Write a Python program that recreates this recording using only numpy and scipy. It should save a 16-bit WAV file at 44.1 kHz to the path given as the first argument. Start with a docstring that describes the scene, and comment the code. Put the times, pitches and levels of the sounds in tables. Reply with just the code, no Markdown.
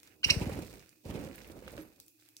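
"""A seed cracks over faint rustle; then two sharp chirps (rough harmonic sweeps) close to the microphone.
Budgerigars feed from a hand over newspaper in a small room. One chirps and flaps off; a second takes off,
flutters about and lands. Wings are falling low pulses plus swish and stirred air; beaks are short noise bands;
claws on paper are noise with dull knocks; feathers and paper are crackling hiss.
A thin high squeak, room noise and a faint hum complete it."""
import sys
import numpy as np
from scipy import signal
from scipy.fft import rfft, irfft, next_fast_len
from scipy.io import wavfile
from scipy.ndimage import map_coordinates

SR = 44100
rng = np.random.default_rng(int(sys.argv[2]) if len(sys.argv) > 2 else 0)


def store_pcm(level_fs):
    """Save levels as 16-bit WAV."""
    pcm = np.round(np.clip(level_fs, -1, 1) * 32767).astype(np.int16)
    wavfile.write(sys.argv[1], SR, np.atleast_2d(pcm).T)


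N = 105840

# Spectra are relative: colour() brings the result to rms 1.
# chirp contours, one list per chirp, before VOICE_DB: t/s, pitch f/Hz, level/dB
CHIRP_CONTOURS = [
    [(.232, 1450, -42), (.2335, 1480, -34), (.239, 1520, -37), (.2425, 2200, -27), (.245, 2700, -24),
     (.248, 2920, -20.5), (.251, 2500, -25), (.255, 2000, -35)],
    [(.289, 750, -33), (.294, 1191, -32), (.298, 1744, -27), (.301, 1950, -20), (.304, 2380, -19),
     (.3072, 2960, -16), (.310, 2450, -20.5), (.313, 1900, -27)],
]
# chirp harmonics from the first up, at full effort: level/dB
HARMONICS_DB = [-2.5, -0.5, -5, -5]
# chirp response at the left port; also the colour of the room rasp: f/Hz, level/dB
VOICE_LEFT = [(900, -6), (1800, -7), (3000, 4.5), (3550, -10), (4200, -8), (5800, -8), (7000, -14),
              (8600, -6.5), (15000, -28.5)]
# chirp response at the right port: f/Hz, level/dB
VOICE_RIGHT = [(900, -10), (1900, -6.5), (2800, 9.5), (3500, -10), (4000, 5.5), (5900, 0.5), (6900, -11.5),
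               (15000, -20)]
# wingbeats, push before pan: t/s, push level/dB, push f/Hz at mid-beat, swish level/dB
WINGBEATS = [(0.271, -34.5, 87, -52.5), (0.315, -30, 105, -42.5), (.374, -24.5, 110, -55.5),
             (.423, -26.5, 114, -34.5), (0.476, -29, 118, -44), (.526, -33.5, 115, -42.5),
             (0.577, -36, 120, -42.5), (0.627, -38.5, 129, -46), (0.742, -54, 110, -57),
             (1.064, -37, 101, -50.5), (1.1022, -35.5, 128, -45.5), (1.1566, -36, 139, -42.5),
             (1.21, -43, 141, -48), (1.264, -44, 130, -49.5)]
# feather swish spectrum: f/Hz, level/dB
SWISH_SPECTRUM = [(60, -29), (200, 5.5), (500, -2.5), (900, -7.5), (1400, -29), (2400, -12.5), (3300, -21),
                  (5000, -22.5), (16000, -33)]
# air stirred by the birds, before flutter: t/s, level/dB
STIRRED_AIR = [(0, -71.5), (.245, -68), (0.259, -47.5), (0.421, -42), (.61, -44.5), (0.669, -50.5),
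               (0.781, -56.5), (0.899, -75.5), (1.04, -80.5), (1.059, -50.5), (1.17, -42.5), (1.28, -46),
               (1.35, -55.5), (1.8, -49.5), (1.89, -64), (2.1, -78)]
# stirred air spectrum: f/Hz, level/dB
AIR_SPECTRUM = [(30, -10.5), (55, 4), (110, -3), (230, -2.5), (380, -3.5), (520, -6), (700, -13),
                (1400, -22), (3000, -73.5)]
# pan of the wing pushes: t/s, left minus right/dB
PUSH_PAN = [(.3, 11), (.45, 1.5), (1.1, -2)]
# feather and paper rustle, before trim and flutter: t/s, mids level/dB, treble level/dB
RUSTLE_LEVELS = [(0, -72.5, -67.5), (0.069, -65, -60.5), (.13, -63, -68), (.17, -78, -76),
                 (.235, -91.5, -73.5), (0.269, -48, -44), (.42, -50, -54.5), (.62, -55, -54.5),
                 (.68, -62, -57), (0.799, -61.5, -61), (0.991, -78, -73.5), (1.04, -82, -64.5),
                 (1.069, -67, -56.5), (1.16, -54, -58), (1.35, -59.5, -57.5), (1.58, -66, -64.5),
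                 (1.68, -58.5, -60.5), (1.81, -60, -59), (1.881, -70, -68.5), (2.14, -87, -78),
                 (2.221, -73.5, -64.5), (2.34, -75.5, -73)]
# rustle mids spectrum: f/Hz, level/dB
MIDS_SPECTRUM = [(500, -3), (1000, -8.5), (1500, 0), (2450, -0.5), (3000, -4.5), (3500, -23.5), (5000, -20)]
# rustle treble spectrum: f/Hz, level/dB
TREBLE_SPECTRUM = [(2500, -27), (3400, 0.5), (4200, 1.5), (6000, -1.5), (7200, -2.5), (8800, -1),
                   (11000, -7.5), (15800, -2)]
# seed and paper snaps under beaks and claws: t/s, level/dB, centre f/Hz, Gaussian sigma/octaves
SNAPS = [(0.032, -43, 4100, 1.56), (0.7399, -49.5, 9000, 0.97), (.795, -49, 4780, 0.55),
         (0.8927, -49, 7000, 1.4), (1.1106, -39.5, 2540, 0.42), (1.156, -40.5, 2400, 0.42),
         (1.33, -44.5, 1840, 0.85), (1.358, -41, 14900, 0.54), (1.418, -44, 4350, 0.51),
         (1.4459, -44, 2680, 0.44), (1.4743, -45, 13500, 0.37), (1.4989, -47.5, 1710, 0.51),
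         (1.665, -45, 2120, 0.67), (1.679, -39, 1860, 0.61), (1.719, -49, 13100, .7),
         (1.779, -38, 1390, 0.94), (2.0008, -39.5, 8480, 1.63), (2.064, -51.5, 10040, 0.46),
         (2.0818, -45, 13940, 1.34), (2.2886, -49.5, 8500, 3.2), (2.367, -37.5, 6000, 0.66)]
# claw scuffs and soft footfalls, before the scrape and knock gains: t/s, level/dB, knock f/Hz
CLAW_SCUFFS = [(.441, -39.5, 454), (.493, -33, 505), (0.588, -35, 322), (1.057, -44, 542),
               (1.099, -37.5, 300), (1.156, -39.5, 488), (1.209, -39, 292), (1.27, -44.5, 517),
               (1.499, -44, 323), (1.566, -44, 330), (1.622, -46, 509), (1.673, -43, 515),
               (1.733, -46, 573), (1.777, -42.5, 554)]
# scrape spectrum: f/Hz, level/dB
SCRAPE_SPECTRUM = [(100, -23.5), (300, -12), (520, 3), (800, -9.5), (1250, -9.5), (2400, -24.5),
                   (3400, -25.5), (15000, -23)]
# perch modes, before pan: f/Hz, level/dB, T60/s
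PERCH_MODES = [(314, -37.5, 0.22), (546, -49, 0.095)]
# room noise spectrum: f/Hz, level/dB
FLOOR_SPECTRUM = [(30, -33.5), (110, -3), (190, -19.5), (300, 5.5), (420, -12.5), (1000, -26),
                  (2000, -45.5), (2500, -7), (3400, -36.5), (4400, -16.5), (10000, -19), (15000, -11.5)]
# hum tones, mean level before wander: f/Hz, level/dB
HUM_TONES = [(308, -75), (113.2, -84)]
# left-right correlation of diffuse sound: f/Hz, correlation/1
LIKENESS = [(60, 0.83), (290, 0.77), (640, 0.75), (1400, 0.057), (3100, 0.037)]
# balance of diffuse sound: f/Hz, left minus right/dB
BALANCE = [(60, -4.5), (380, -7), (1000, -2), (2400, -11), (4400, -4), (8000, -5), (15000, 2)]
# room decay: f/Hz, T60/s
ROOM_DECAY = [(100, 0.68), (2500, 0.18), (5500, 0.26), (14000, 0.29)]

VOICE_DB, VOICE_RASP_DB = 0.5, -11  # rasp sounds along with the tone
VOICE_ROUGH, VOICE_JITTER = 0.32, 0.018  # relative amplitude and pitch wobble
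VOICE_BRIGHTENS = 0.62  # third harmonic and up grow faster than the effort
VOICE_ROOM_DB, VOICE_ROOM_RASP_DB = -10.5, -9.5  # this rasp is heard only via the room
PUSH_SIGMA_S, PUSH_SAG_S = 0.0061, 0.01  # pulse width; time constant of the pitch fall
SWISH_SIGMA_S, WING_ROOM_DB = 0.012, -14
CRACKLE_PER_S, CRACKLE_DB, RUSTLE_TRIM_DB = 120, -1, -4.0
SNAP_T60_S, SNAP_ROOM_DB = 0.007, -3.5
SCUFF_T60_S, SCUFF_RISE_S = 0.062, 0.002
KNOCK_DB, SCRAPE_DB = 3.5, -4
LANDING_S, LANDING_RISE_S = 1.782, 0.0053
SQUEAK_S, SQUEAK_HZ, SQUEAK_DB, SQUEAK_SIGMA_S = 1.822, 11400, -55, 0.007
FLOOR_DB = -68
PORT_LEAD_S, TOP_HZ = 0.00016, 15900


def amp(db):
    """Decibels to gain."""
    return 10 ** (np.asarray(db) / 20)


def unit(x):
    """Scale to rms 1."""
    return x / np.sqrt(np.mean(x ** 2) + 1e-20)


def clock():
    """Time of every sample, s."""
    return np.arange(N) / SR


def along(points, hz):
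    """Interpolate (Hz, value) points on a log-frequency axis."""
    f, v = np.transpose(points)
    return np.interp(np.log(hz + 1), np.log(f + 1), v)


def level(s, db):
    """Gain curve through dB points, silent outside them."""
    inside = (clock() >= s[0]) * (clock() <= s[-1])
    return amp(np.interp(clock(), s, db)) * inside


def wobble(knots_per_s):
    """Smooth random curve through normally distributed knots."""
    knots = rng.standard_normal(int(N * knots_per_s / SR) + 4)
    return map_coordinates(knots, [clock() * knots_per_s])


def bell(t, sigma_s):
    """Gaussian pulse of height 1 about t = 0."""
    return np.exp(-(t / sigma_s) ** 2 / 2)


def filtered(x, response):
    """Apply a frequency response to x."""
    n = x.shape[-1]
    m = next_fast_len(n + 8192)
    hz = np.fft.rfftfreq(m, 1 / SR)
    return irfft(rfft(x, m) * response(hz), m)[..., :n]


def split_db(left_minus_right_db):
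    """Left and right gains for a level difference."""
    return amp(np.outer([.5, -.5], left_minus_right_db))


def spread(pair):
    """Mix two unrelated noises to the ports' correlation (high in the bass) and balance."""
    def mid_side(hz):
        angle = np.arccos(np.clip(along(LIKENESS, hz), -1, 1)) / 2
        return np.array([np.cos(angle), np.sin(angle)])

    mid, side = filtered(pair, mid_side)
    stereo = np.array([mid + side, mid - side])
    return filtered(stereo, lambda hz: split_db(along(BALANCE, hz)))


def colour(x, spectrum):
    """Shape x by a spectrum, at rms 1."""
    return unit(filtered(x, lambda hz: amp(along(spectrum, hz))))


def rush(spectrum):
    """Coloured stereo noise of rms 1."""
    return colour(spread(rng.standard_normal((2, N))), spectrum)


def room(x):
    """Diffuse room answer to a mono sound: decaying noise in which the bass lingers longest."""
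    hz, t, z = signal.stft(rng.standard_normal((2, SR // 2)), SR, nperseg=256)
    decay = amp(-60 * t / along(ROOM_DECAY, hz)[:, None])
    tail = spread(signal.istft(z * decay, SR)[1])
    tail = tail / np.sqrt(np.sum(tail ** 2) / 2)
    tail = np.pad(tail, ((0, 0), (110, 0)))  # 2.5 ms predelay
    return signal.fftconvolve(x[None], tail, axes=1)[:, :N]


def chirps():
    """Rough arching sweeps, strong second harmonic; the room returns a broader, raspier sound."""
    voice, room_rasp = np.zeros((2, N)), np.zeros(N)
    for contour in CHIRP_CONTOURS:
        s, hz, db = np.transpose(contour)
        effort = level(s, db + VOICE_DB)
        pitch_hz = np.interp(clock(), s, hz) * (1 + VOICE_JITTER * wobble(1500))
        phase = 2 * np.pi * np.cumsum(pitch_hz) / SR
        bright = (effort / effort.max()) ** VOICE_BRIGHTENS
        tone = np.zeros(N)
        for k, harmonic_db in enumerate(HARMONICS_DB):
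            gain = amp(harmonic_db) * bright ** max(k - 1, 0)
            tone += gain * np.sin((k + 1) * phase) * (1 + VOICE_ROUGH * wobble(1200))
        rasp = amp(VOICE_RASP_DB) * rng.standard_normal((2, N))
        voice += effort * (tone + rasp)
        room_rasp += effort * colour(rng.standard_normal(N), VOICE_LEFT)
    direct = filtered(voice, lambda hz: amp([along(VOICE_LEFT, hz), along(VOICE_RIGHT, hz)]))
    to_room = direct.mean(axis=0) + amp(VOICE_ROOM_RASP_DB) * room_rasp
    return direct + amp(VOICE_ROOM_DB) * room(to_room)


def wings():
    """Each downstroke pushes a puff of air that falls in pitch, and swishes through the feathers."""
    push, swish = np.zeros(N), np.zeros(N)
    for s, push_db, hz, swish_db in WINGBEATS:
        t = clock() - s
        # integral of a decaying frequency; the floor keeps the exponential finite
        cycles = hz * PUSH_SAG_S * (1 - np.exp(-np.maximum(t / PUSH_SAG_S, -2)))
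        push -= amp(push_db) * np.cos(2 * np.pi * cycles) * bell(t, PUSH_SIGMA_S)
        swish += amp(swish_db) * bell(t, SWISH_SIGMA_S)
    pan = split_db(np.interp(clock(), *np.transpose(PUSH_PAN)))
    flutter = amp(1.52 * wobble(39.44))
    air = level(*np.transpose(STIRRED_AIR)) * flutter * rush(AIR_SPECTRUM)
    return pan * push + amp(WING_ROOM_DB) * room(push) + swish * rush(SWISH_SPECTRUM) + air


def pecks():
    """A husk snaps in the beak: a short noise burst around one pitch."""
    out, t = np.zeros((2, N + SR)), np.arange(SR // 20) / SR
    for s, db, centre_hz, octaves in SNAPS:
        def band(hz):
            return bell(np.log2((hz + 1) / centre_hz), octaves) * (hz < TOP_HZ)

        burst = unit(filtered(rng.standard_normal((2, len(t))), band))
        start = round(s * SR)
        out[:, start:start + len(t)] += amp(db - 60 * t / SNAP_T60_S) * burst
    return out[:, :N] + amp(SNAP_ROOM_DB) * room(out[0, :N])


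def feet():
    """Scuffs scrape the paper, each with a dull pitched knock; a landing rings the perch."""
    scuffs, knocks = np.zeros(N), np.zeros(N)
    for s, db, hz in CLAW_SCUFFS:
        t = np.maximum(clock() - s, 0)
        stroke = amp(db - 60 * t / SCUFF_T60_S) * (1 - np.exp(-t / SCUFF_RISE_S))
        scuffs += stroke
        knocks += stroke * np.sin(2 * np.pi * hz * t)
    t = np.maximum(clock() - LANDING_S, 0)
    ring = sum(amp(db - 60 * t / t60_s) * np.sin(2 * np.pi * hz * t) for hz, db, t60_s in PERCH_MODES)
    ring = ring * (1 - np.exp(-t / LANDING_RISE_S))
    scrape = amp(SCRAPE_DB) * scuffs * rush(SCRAPE_SPECTRUM)
    return scrape + (ring + amp(KNOCK_DB) * knocks) * amp([[-2], [2]])  # left, right dB


def rustle():
    """Feathers and newspaper: fluttering hiss with sparse random crackles."""
    s, mids_db, treble_db = np.transpose(RUSTLE_LEVELS)
    flutter_db = 2.13 * wobble(75)
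    out = np.zeros((2, N))
    for db, spectrum in ((mids_db, MIDS_SPECTRUM), (treble_db, TREBLE_SPECTRUM)):
        grains = (rng.random(N) < CRACKLE_PER_S / SR) * rng.standard_normal((2, N))
        texture = rush(spectrum) + amp(CRACKLE_DB) * colour(spread(grains), spectrum)
        out += amp(np.interp(clock(), s, db) + flutter_db + RUSTLE_TRIM_DB) * texture
    return out


def squeak():
    """Brief, thin high tone with wavering phase that lingers in the room."""
    t = clock() - SQUEAK_S
    carrier = np.sin(2 * np.pi * SQUEAK_HZ * t + wobble(400))
    tone = amp(SQUEAK_DB) * bell(t, SQUEAK_SIGMA_S) * carrier
    return tone + room(tone)


def background():
    """Steady coloured room noise and a hum of sines wavering in level and phase."""
    hum = np.zeros(N)
    for hz, db in HUM_TONES:
        gain = amp(db + 2 * wobble(4.4))
        hum += gain * np.sin(2 * np.pi * hz * clock() + 0.46 * wobble(15.0))
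    return amp(FLOOR_DB) * rush(FLOOR_SPECTRUM) + hum


def ports(pair):
    """Linear phase shift: the left port hears everything PORT_LEAD_S before the right."""
    return filtered(pair, lambda hz: np.exp(np.outer([1, -1], 1j * np.pi * hz * PORT_LEAD_S)))


def scene():
    """Sum of the birds and the room around them, at the two ports."""
    return ports(chirps() + wings() + pecks() + feet() + rustle() + squeak() + background())


def record(dry):
    """Zero-phase band limit: drops the deep bass and everything above TOP_HZ."""
    low_cut = signal.butter(2, 40, "highpass", fs=SR, output="sos")

    def response(hz):
        return abs(signal.sosfreqz(low_cut, hz, fs=SR)[1]) ** 2 * (hz < TOP_HZ)

    return filtered(dry, response)


dry = scene()
out = record(dry)
store_pcm(out)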